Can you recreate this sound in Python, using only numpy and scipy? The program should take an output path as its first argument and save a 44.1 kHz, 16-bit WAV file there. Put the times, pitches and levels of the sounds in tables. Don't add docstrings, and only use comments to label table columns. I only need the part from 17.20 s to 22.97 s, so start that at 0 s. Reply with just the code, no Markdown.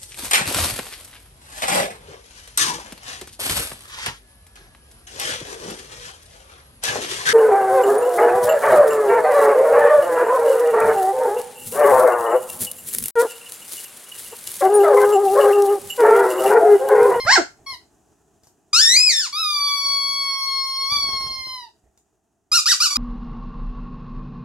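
import sys
import numpy as np
from scipy import signal
from scipy.fft import rfft, irfft
from scipy.io import wavfile
from scipy.ndimage import uniform_filter1d, minimum_filter1d

SR = 44100
rng = np.random.default_rng(int(sys.argv[2]) if len(sys.argv) > 2 else 0)


def generate_wav(sig):
    pcm = np.round(np.clip(np.atleast_2d(sig).T, -1, 1) * 32767).astype(np.int16)
    wavfile.write(sys.argv[1], SR, pcm)


N = 254456
TIME = np.arange(N) / SR
TOP_HZ = 15900

# (frequency [Hz], level [dB])
NASAL_THROAT = [(1000, -5.5), (2200, -6.5), (3180, -20), (3370, -15.5), (3900, -9), (4450, -2.5),
                (5400, -11), (6500, -23.5), (7500, -31.5), (8900, -21.5), (10000, -22.5), (11100, -13.5),
                (12200, -29), (15200, -37.5)]
# (frequency [Hz], level [dB])
DUVET_SPECTRUM = [(15, -38.5), (25, -19.5), (64, 0.5), (140, -14.0), (399, -17), (525, -26), (634, -13.5),
                  (800, -14.5), (1040, -33.5), (1760, -120), (1500, -18.5), (3000, -49.5), (12000, -49.5)]


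def undb(db):
    return 10 ** (np.asarray(db) / 20)


def curves(table):
    times, *columns = np.transpose(table)
    return [np.interp(TIME, times, column) for column in columns]


def at_frequency(points, hz):
    knots_hz, values = np.transpose(points)
    return np.interp(np.log(np.maximum(hz, 1)), np.log(np.maximum(knots_hz, 1)), values)


def noise(points):
    gain = undb(at_frequency(points, np.fft.rfftfreq(N, 1 / SR)))
    x = irfft(rfft(rng.standard_normal(N)) * gain, N)
    return x / x.std()


def walk(rate_hz):
    x = irfft(rfft(rng.standard_normal(N)) / (1 + (np.fft.rfftfreq(N, 1 / SR) / rate_hz) ** 2), N)
    return x / x.std()


def coloured(x, points):
    gain = undb(at_frequency(points, np.fft.rfftfreq(2 * N, 1 / SR)))
    return irfft(rfft(x, 2 * N) * gain)[..., :N]


def envelope(start, length, attack_s, release_s):
    return np.clip((TIME - start) / attack_s, 0, 1) * np.clip((start + length - TIME) / release_s, 0, 1)


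def room_tone(side_db=-9):
    # (frequency [Hz], level [dB])
    spectrum = [(15, -54.5), (25, -23.5), (55, -0.5), (119, -3.5), (253, -3), (433, 0), (509, -19),
                (666, -3), (1050, -14), (1850, -19.5), (2170, -30.5), (2490, -22.5), (4380, -29.5),
                (6730, -16.5), (15500, -35)]
    # (time [s], level [dB])
    fade = [(0, -55.5), (.7, -61), (1.45, -64.5), (4.5, -66), (5, -72), (5.3, -73)]
    side = undb(side_db) * noise(spectrum) * np.array([[1], [-1]])
    return (noise(spectrum) + side) * undb(curves(fade)[0] + walk(20))


def bedroom_ring(x, wet_db=-8, low_t60=.13, high_t60=.25, split_hz=1300, delay_s=.0035):
    age = TIME[:SR // 2]
    echoes = rng.standard_normal((2, len(age)))
    low = signal.sosfilt(signal.butter(2, split_hz, fs=SR, output="sos"), echoes)
    high = signal.sosfilt(signal.butter(2, split_hz, "high", fs=SR, output="sos"), echoes)
    onset = np.clip(age / delay_s - 1, 0, 1)
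    tail = (low * 1000 ** (-age / low_t60) - high * 1000 ** (-age / high_t60)) * onset
    tail /= np.sqrt((tail ** 2).sum(axis=1, keepdims=True))
    return undb(wet_db) * signal.fftconvolve(x[None], tail, axes=1)[:, :N]


def corner_echoes(x, echo_db=-17, drift_s=5e-5, sway_hz=3.4, count=4):
    highs = signal.sosfilt(signal.butter(1, 900, "high", fs=SR, output="sos"), x)
    oversampled = signal.resample_poly(highs, 2, 1)
    out = np.zeros((2, N))
    for side in out:
        for delay_s in rng.uniform(.001, .009, count):
            emitted_at = TIME - delay_s - drift_s * walk(sway_hz)
            side += np.interp(emitted_at, np.arange(2 * N) / (2 * SR), oversampled)
    return undb(echo_db) * out


def microphone_ports(x):
    # (frequency [Hz], left minus right [dB])
    balance = [(350, -3), (650, -6), (900, -2), (1150, -7), (1700, -6), (2300, -4), (3300, 2.5), (4400, 0),
               (8000, 4), (15000, -13)]
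    # (frequency [Hz], phase [rad])
    lag = [(100, 0.09), (1000, 0.097), (2400, 0.61), (4600, 1.326), (8000, 2.1), (15000, 1.6)]
    # (time [s], left minus right [dB])
    head_turn = [(0, 1.5), (.5, 3.5), (1.55, 4), (1.86, 2.5), (2.6, 2), (2.96, 3.5), (3.1, 3), (4, 3),
                 (4.15, -1.5), (4.5, -0.5), (5.77, -1)]
    hz = np.fft.rfftfreq(2 * N, 1 / SR)
    lean = undb(at_frequency(balance, hz))
    left = lean * np.exp(-1j * at_frequency(lag, hz))
    pair = np.array([left, np.ones(len(hz))]) / np.sqrt((1 + lean ** 2) / 2)
    pan = undb(curves(head_turn)[0] * np.array([[.5], [-.5]]))
    return irfft(rfft(x, 2 * N) * pair)[:, :N] * pan


def rumble(calls, below_db=-51, rest_db=-80, smooth_s=.03):
    loudness = np.sqrt(np.maximum(uniform_filter1d(calls ** 2, int(smooth_s * SR)), 0))
    return noise(DUVET_SPECTRUM) * (undb(below_db) * loudness + undb(rest_db))


def duvet_rustle(flutter_db=3.5):
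    # (time [s], length [s], level [dB])
    shifts = [(0.031, 0.23, -40), (.385, 0.2, -55), (0.488, 0.12, -50), (2.75, 0.13, -68),
              (3.204, 0.17, -64), (3.398, 0.22, -66), (3.709, 0.56, -49.5), (4.158, 0.31, -60),
              (4.635, 0.11, -58)]
    stirring = sum(undb(db) * envelope(start, length, attack_s=.0057, release_s=.21)
                   for start, length, db in shifts)
    return noise(DUVET_SPECTRUM) * stirring * undb(flutter_db * walk(25))


def paw_steps(attack_s=.0005, snap_s=.003, snap_db=3):
    # (time [s], level [dB], time to fall 20 dB [s], crispness [dB])
    steps = [(0.05, -34, .03, -15.5), (1.234, -69, .07, 13.5), (1.27, -56.5, .018, 5),
             (3.721, -38.5, .034, -21), (3.769, -47, 0.032, -20), (3.827, -44, 0.01, -15),
             (3.888, -37, 0.0088, -17), (3.933, -42, .05, -38), (4.008, -40, 0.018, -11),
             (4.04, -43.5, .015, -18), (4.066, -42.5, 0.02, -12), (4.269, -47, 0.037, -14),
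             (4.775, -67, .02, 10)]
    # (frequency [Hz], level [dB])
    thump_spectrum = [(40, -8.5), (100, 4), (400, -9), (800, -6.5), (1500, -15.5), (4000, -34.5),
                      (15000, -49.5)]
    # (frequency [Hz], level [dB])
    crinkle_spectrum = [(300, -16), (1500, -6), (3000, -8.5), (7000, 9), (13000, 2.5), (16000, -11.5)]
    thump = noise(thump_spectrum)
    crinkle = noise(crinkle_spectrum) * undb(1.6 * walk(200))
    out = np.zeros(N)
    for start, db, decay_s, crisp_db in steps:
        age = np.maximum(TIME - start, 0)
        snap = undb(snap_db) * np.exp(-age / snap_s)
        shape = np.minimum(age / attack_s, 1) * (10 ** (-age / decay_s) + snap)
        out += undb(db) * shape * (thump + undb(crisp_db) * crinkle)
    return out


def contour(table, edge_s=.005):
    hz, db = curves(table)
    start, end = table[0][0], table[-1][0]
    return hz, undb(db) * envelope(start - edge_s / 2, end - start + edge_s, edge_s, edge_s)


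def voice(hz, gain, throat, jitter, rasp_db, first_db, second_db, treble_db, firm_hz=1040, slack_db=0,
          rough_power=0, dulling_db_per_s=0, waver=.00097, shimmer_db=.12):
    on = gain > 0
    hz, gain = hz[on], gain[on]
    age = np.arange(len(hz)) / SR
    roughness = (hz / firm_hz) ** rough_power
    unsteady_hz = hz * (1 + waver * walk(22)[on] + jitter * roughness * walk(310)[on])
    phase = 2 * np.pi * np.cumsum(unsteady_hz) / SR
    k = np.arange(1, int(TOP_HZ / hz.min()) + 1)[:, None]
    treble_share = np.clip((k * hz - 5800) / 1400, 0, 1) * (k > 2)
    db = at_frequency(throat, k * hz) + (treble_db - dulling_db_per_s * age) * treble_share
    db += slack_db * np.maximum(np.log2(firm_hz / hz), 0) / k ** 1.9
    size = undb(db + first_db * (k == 1) + second_db * (k == 2)) * (k * hz < TOP_HZ)
    spread = np.pi * k ** 2 / 5
    tone = (size * np.sin(k * phase + spread)).sum(axis=0) / np.sqrt((size ** 2).sum(axis=0) / 2)
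    rasp = undb(rasp_db) * roughness * noise(throat)[on] * (1 + np.cos(phase))
    out = np.zeros(N)
    out[on] = (tone + rasp) * gain * undb(shimmer_db * walk(110)[on])
    return out


def whimpers(sag_power=2.7, fade_db=-7):
    # (time [s], length [s], first pitch [Hz], last pitch [Hz], level [dB])
    notes = [(-.012, .08, 1060, 1020, -27), (0.461, 0.094, 1099, 929, -29.5)]
    hz, gain = np.zeros((2, N))
    for start, length, first_hz, last_hz, db in notes:
        sag = np.clip((TIME - start) / length, 0, 1) ** sag_power
        shape = envelope(start, length, attack_s=.0083, release_s=.0071)
        hz = np.where(shape > 0, first_hz + (last_hz - first_hz) * sag, hz)
        gain += shape * undb(db + fade_db * sag)
    return voice(hz, gain, NASAL_THROAT, jitter=.0002, rasp_db=-52.5,
                 first_db=-1.6, second_db=-1.3, treble_db=1, waver=.002)


def whine():
    # (time [s], pitch [Hz], level [dB])
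    pushes = [(2.128, 1120, -26), (2.199, 1323, -20), (2.25, 1232, -20.5), (2.36, 1169, -19.5),
              (2.66, 1116, -19.5), (3.0, 1108, -20.5), (3.27, 1087, -23.5), (3.55, 1071, -24),
              (3.69, 1092, -23.5), (3.729, 1171, -17), (3.8, 1125, -20.5), (3.91, 1089, -24),
              (4.03, 1072, -25), (4.16, 1061, -30), (4.35, 1030, -32), (4.44, 950, -39), (4.495, 857, -55)]
    return voice(*contour(pushes), NASAL_THROAT, jitter=.00008, rasp_db=-70, first_db=-4, second_db=-7,
                 treble_db=-.5, firm_hz=1030, slack_db=89, rough_power=7.9, dulling_db_per_s=1.5,
                 waver=.0012)


def yelp():
    # (time [s], pitch [Hz], level [dB])
    leap = [(.061, 539, -28), (.072, 640, -16.5), (.085, 721, -10.5), (.099, 824, -9), (.124, 1045, -9),
            (.139, 1098, -7.5), (.151, 1026, -15), (.162, 810, -9.5), (.178, 681, -13), (.192, 680, -24)]
    # (time [s], pitch [Hz], level [dB])
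    drop = [(.176, 478.7, -18), (.184, 367.5, -13.5), (.2, 310, -20), (.22, 260.6, -29)]
    # (frequency [Hz], level [dB])
    mouth = [(300, -7.5), (700, -10), (1600, 1.5), (2300, -15), (3300, -28), (4300, -13), (5500, -13),
             (6500, -18.5), (7400, -14.5), (8700, -24), (9800, -39.5), (11500, -33.5), (15000, -54.5)]
    call = voice(*contour(leap), mouth, jitter=.0014, rasp_db=-38, first_db=-11.5, second_db=-2,
                 treble_db=-3.5, firm_hz=1080, slack_db=28.5, rough_power=-2.5)
    grunt = voice(*contour(drop), mouth, jitter=.013, rasp_db=-25, first_db=23, second_db=20, treble_db=3.5)
    return call + grunt


def cry():
    # (time [s], pitch [Hz], level [dB])
    arch = [(1.532, 1184, -12.5), (1.585, 1460, -10), (1.62, 1791, -10), (1.67, 1810, -11.5),
            (1.753, 2109, -11), (1.767, 2393, -8), (1.805, 2542, -12), (1.862, 2548, -12),
            (1.888, 2422, -10.5), (1.932, 1814, -18), (2.003, 1749, -17.5), (2.016, 1584, -22),
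            (2.048, 1400, -22.5), (2.082, 891, -34.5)]
    # (frequency [Hz], level [dB])
    mouth = [(150, -57.5), (700, -21.5), (1200, -14.0), (2400, -12.5), (3100, -19.0), (3600, -12.5),
             (4300, -5.0), (5000, 0.0), (5700, -6.5), (6500, -6.5), (7500, -8.0), (9000, -13.5),
             (11200, -19.5), (13000, -26.5), (15500, -48.0)]
    return voice(*contour(arch), mouth, jitter=.005, rasp_db=-28, first_db=-.35, second_db=-.5,
                 treble_db=-1.5, firm_hz=1500, slack_db=16, rough_power=-.89, waver=.0054, shimmer_db=1)


def yips(top_share=.44, half_width_share=.28):
    # (time [s], length [s], resting pitch [Hz], top pitch [Hz], level [dB])
    notes = [(5.316, .091, 1193, 1410, -12), (5.456, .094, 1116, 1950, -12.5),
             (5.601, .084, 1133, 1500, -13), (5.703, .046, 1107, 1180, -21),
             (5.756, 0.0808, 1140, 1500, -11.5)]
    # (frequency [Hz], level [dB])
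    mouth = [(150, -62), (700, -20), (1200, -10), (2500, -13.5), (3150, -16), (3700, -10), (4300, -1.5),
             (4900, 7), (5600, -0.5), (6500, 0), (7500, 3.5), (9000, -1.5), (11200, -1.5), (15500, -29)]
    hz, gain = np.zeros((2, N))
    for start, length, rest_hz, top_hz, db in notes:
        progress = (TIME - start) / length
        arch = np.exp(-((progress - top_share) / half_width_share) ** 2)
        shape = envelope(start, length, attack_s=.0031, release_s=.0177)
        hz = np.where(shape > 0, rest_hz + (top_hz - rest_hz) * arch, hz)
        gain += shape * undb(db)
    return voice(hz, gain, mouth, jitter=.0095, rasp_db=-18, first_db=4, second_db=3,
                 treble_db=-7.5, waver=.009, shimmer_db=1.5)


def scene(dog_db=-1.75):
    # (frequency [Hz], gain [dB])
    head_shadow = [(5400, 0), (6600, -6), (9000, -7), (11200, -4), (13000, -7)]
    # (frequency [Hz], gain [dB])
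    beam = [(150, -11), (400, 9.5), (1100, 1.5), (2200, 2), (3100, 8), (4300, 2), (5500, 2.5), (7000, 5.5),
            (11000, -3.5), (14000, 2)]
    calls = undb(dog_db) * (whimpers() + whine() + yelp() + cry() + yips())
    on_bed = calls + rumble(calls) + duvet_rustle() + paw_steps()
    direct = coloured(on_bed, head_shadow)
    to_walls = coloured(on_bed, beam)
    return microphone_ports(direct) + corner_echoes(direct) + bedroom_ring(to_walls) + room_tone()


def record(dry, ripple_db=-25, ripple_hz=3900, ceiling=.95):
    timing_ripple = undb(ripple_db) * np.sin(2 * np.pi * ripple_hz * TIME)
    rippled = dry + timing_ripple * np.diff(dry, prepend=0)
    headroom = ceiling / np.maximum(np.abs(rippled).max(axis=0), ceiling)
    gain = uniform_filter1d(minimum_filter1d(headroom, size=440), size=440)
    return signal.sosfilt(signal.ellip(8, .2, 70, TOP_HZ, fs=SR, output="sos"), rippled * gain)


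dry = scene()
out = record(dry)
generate_wav(out)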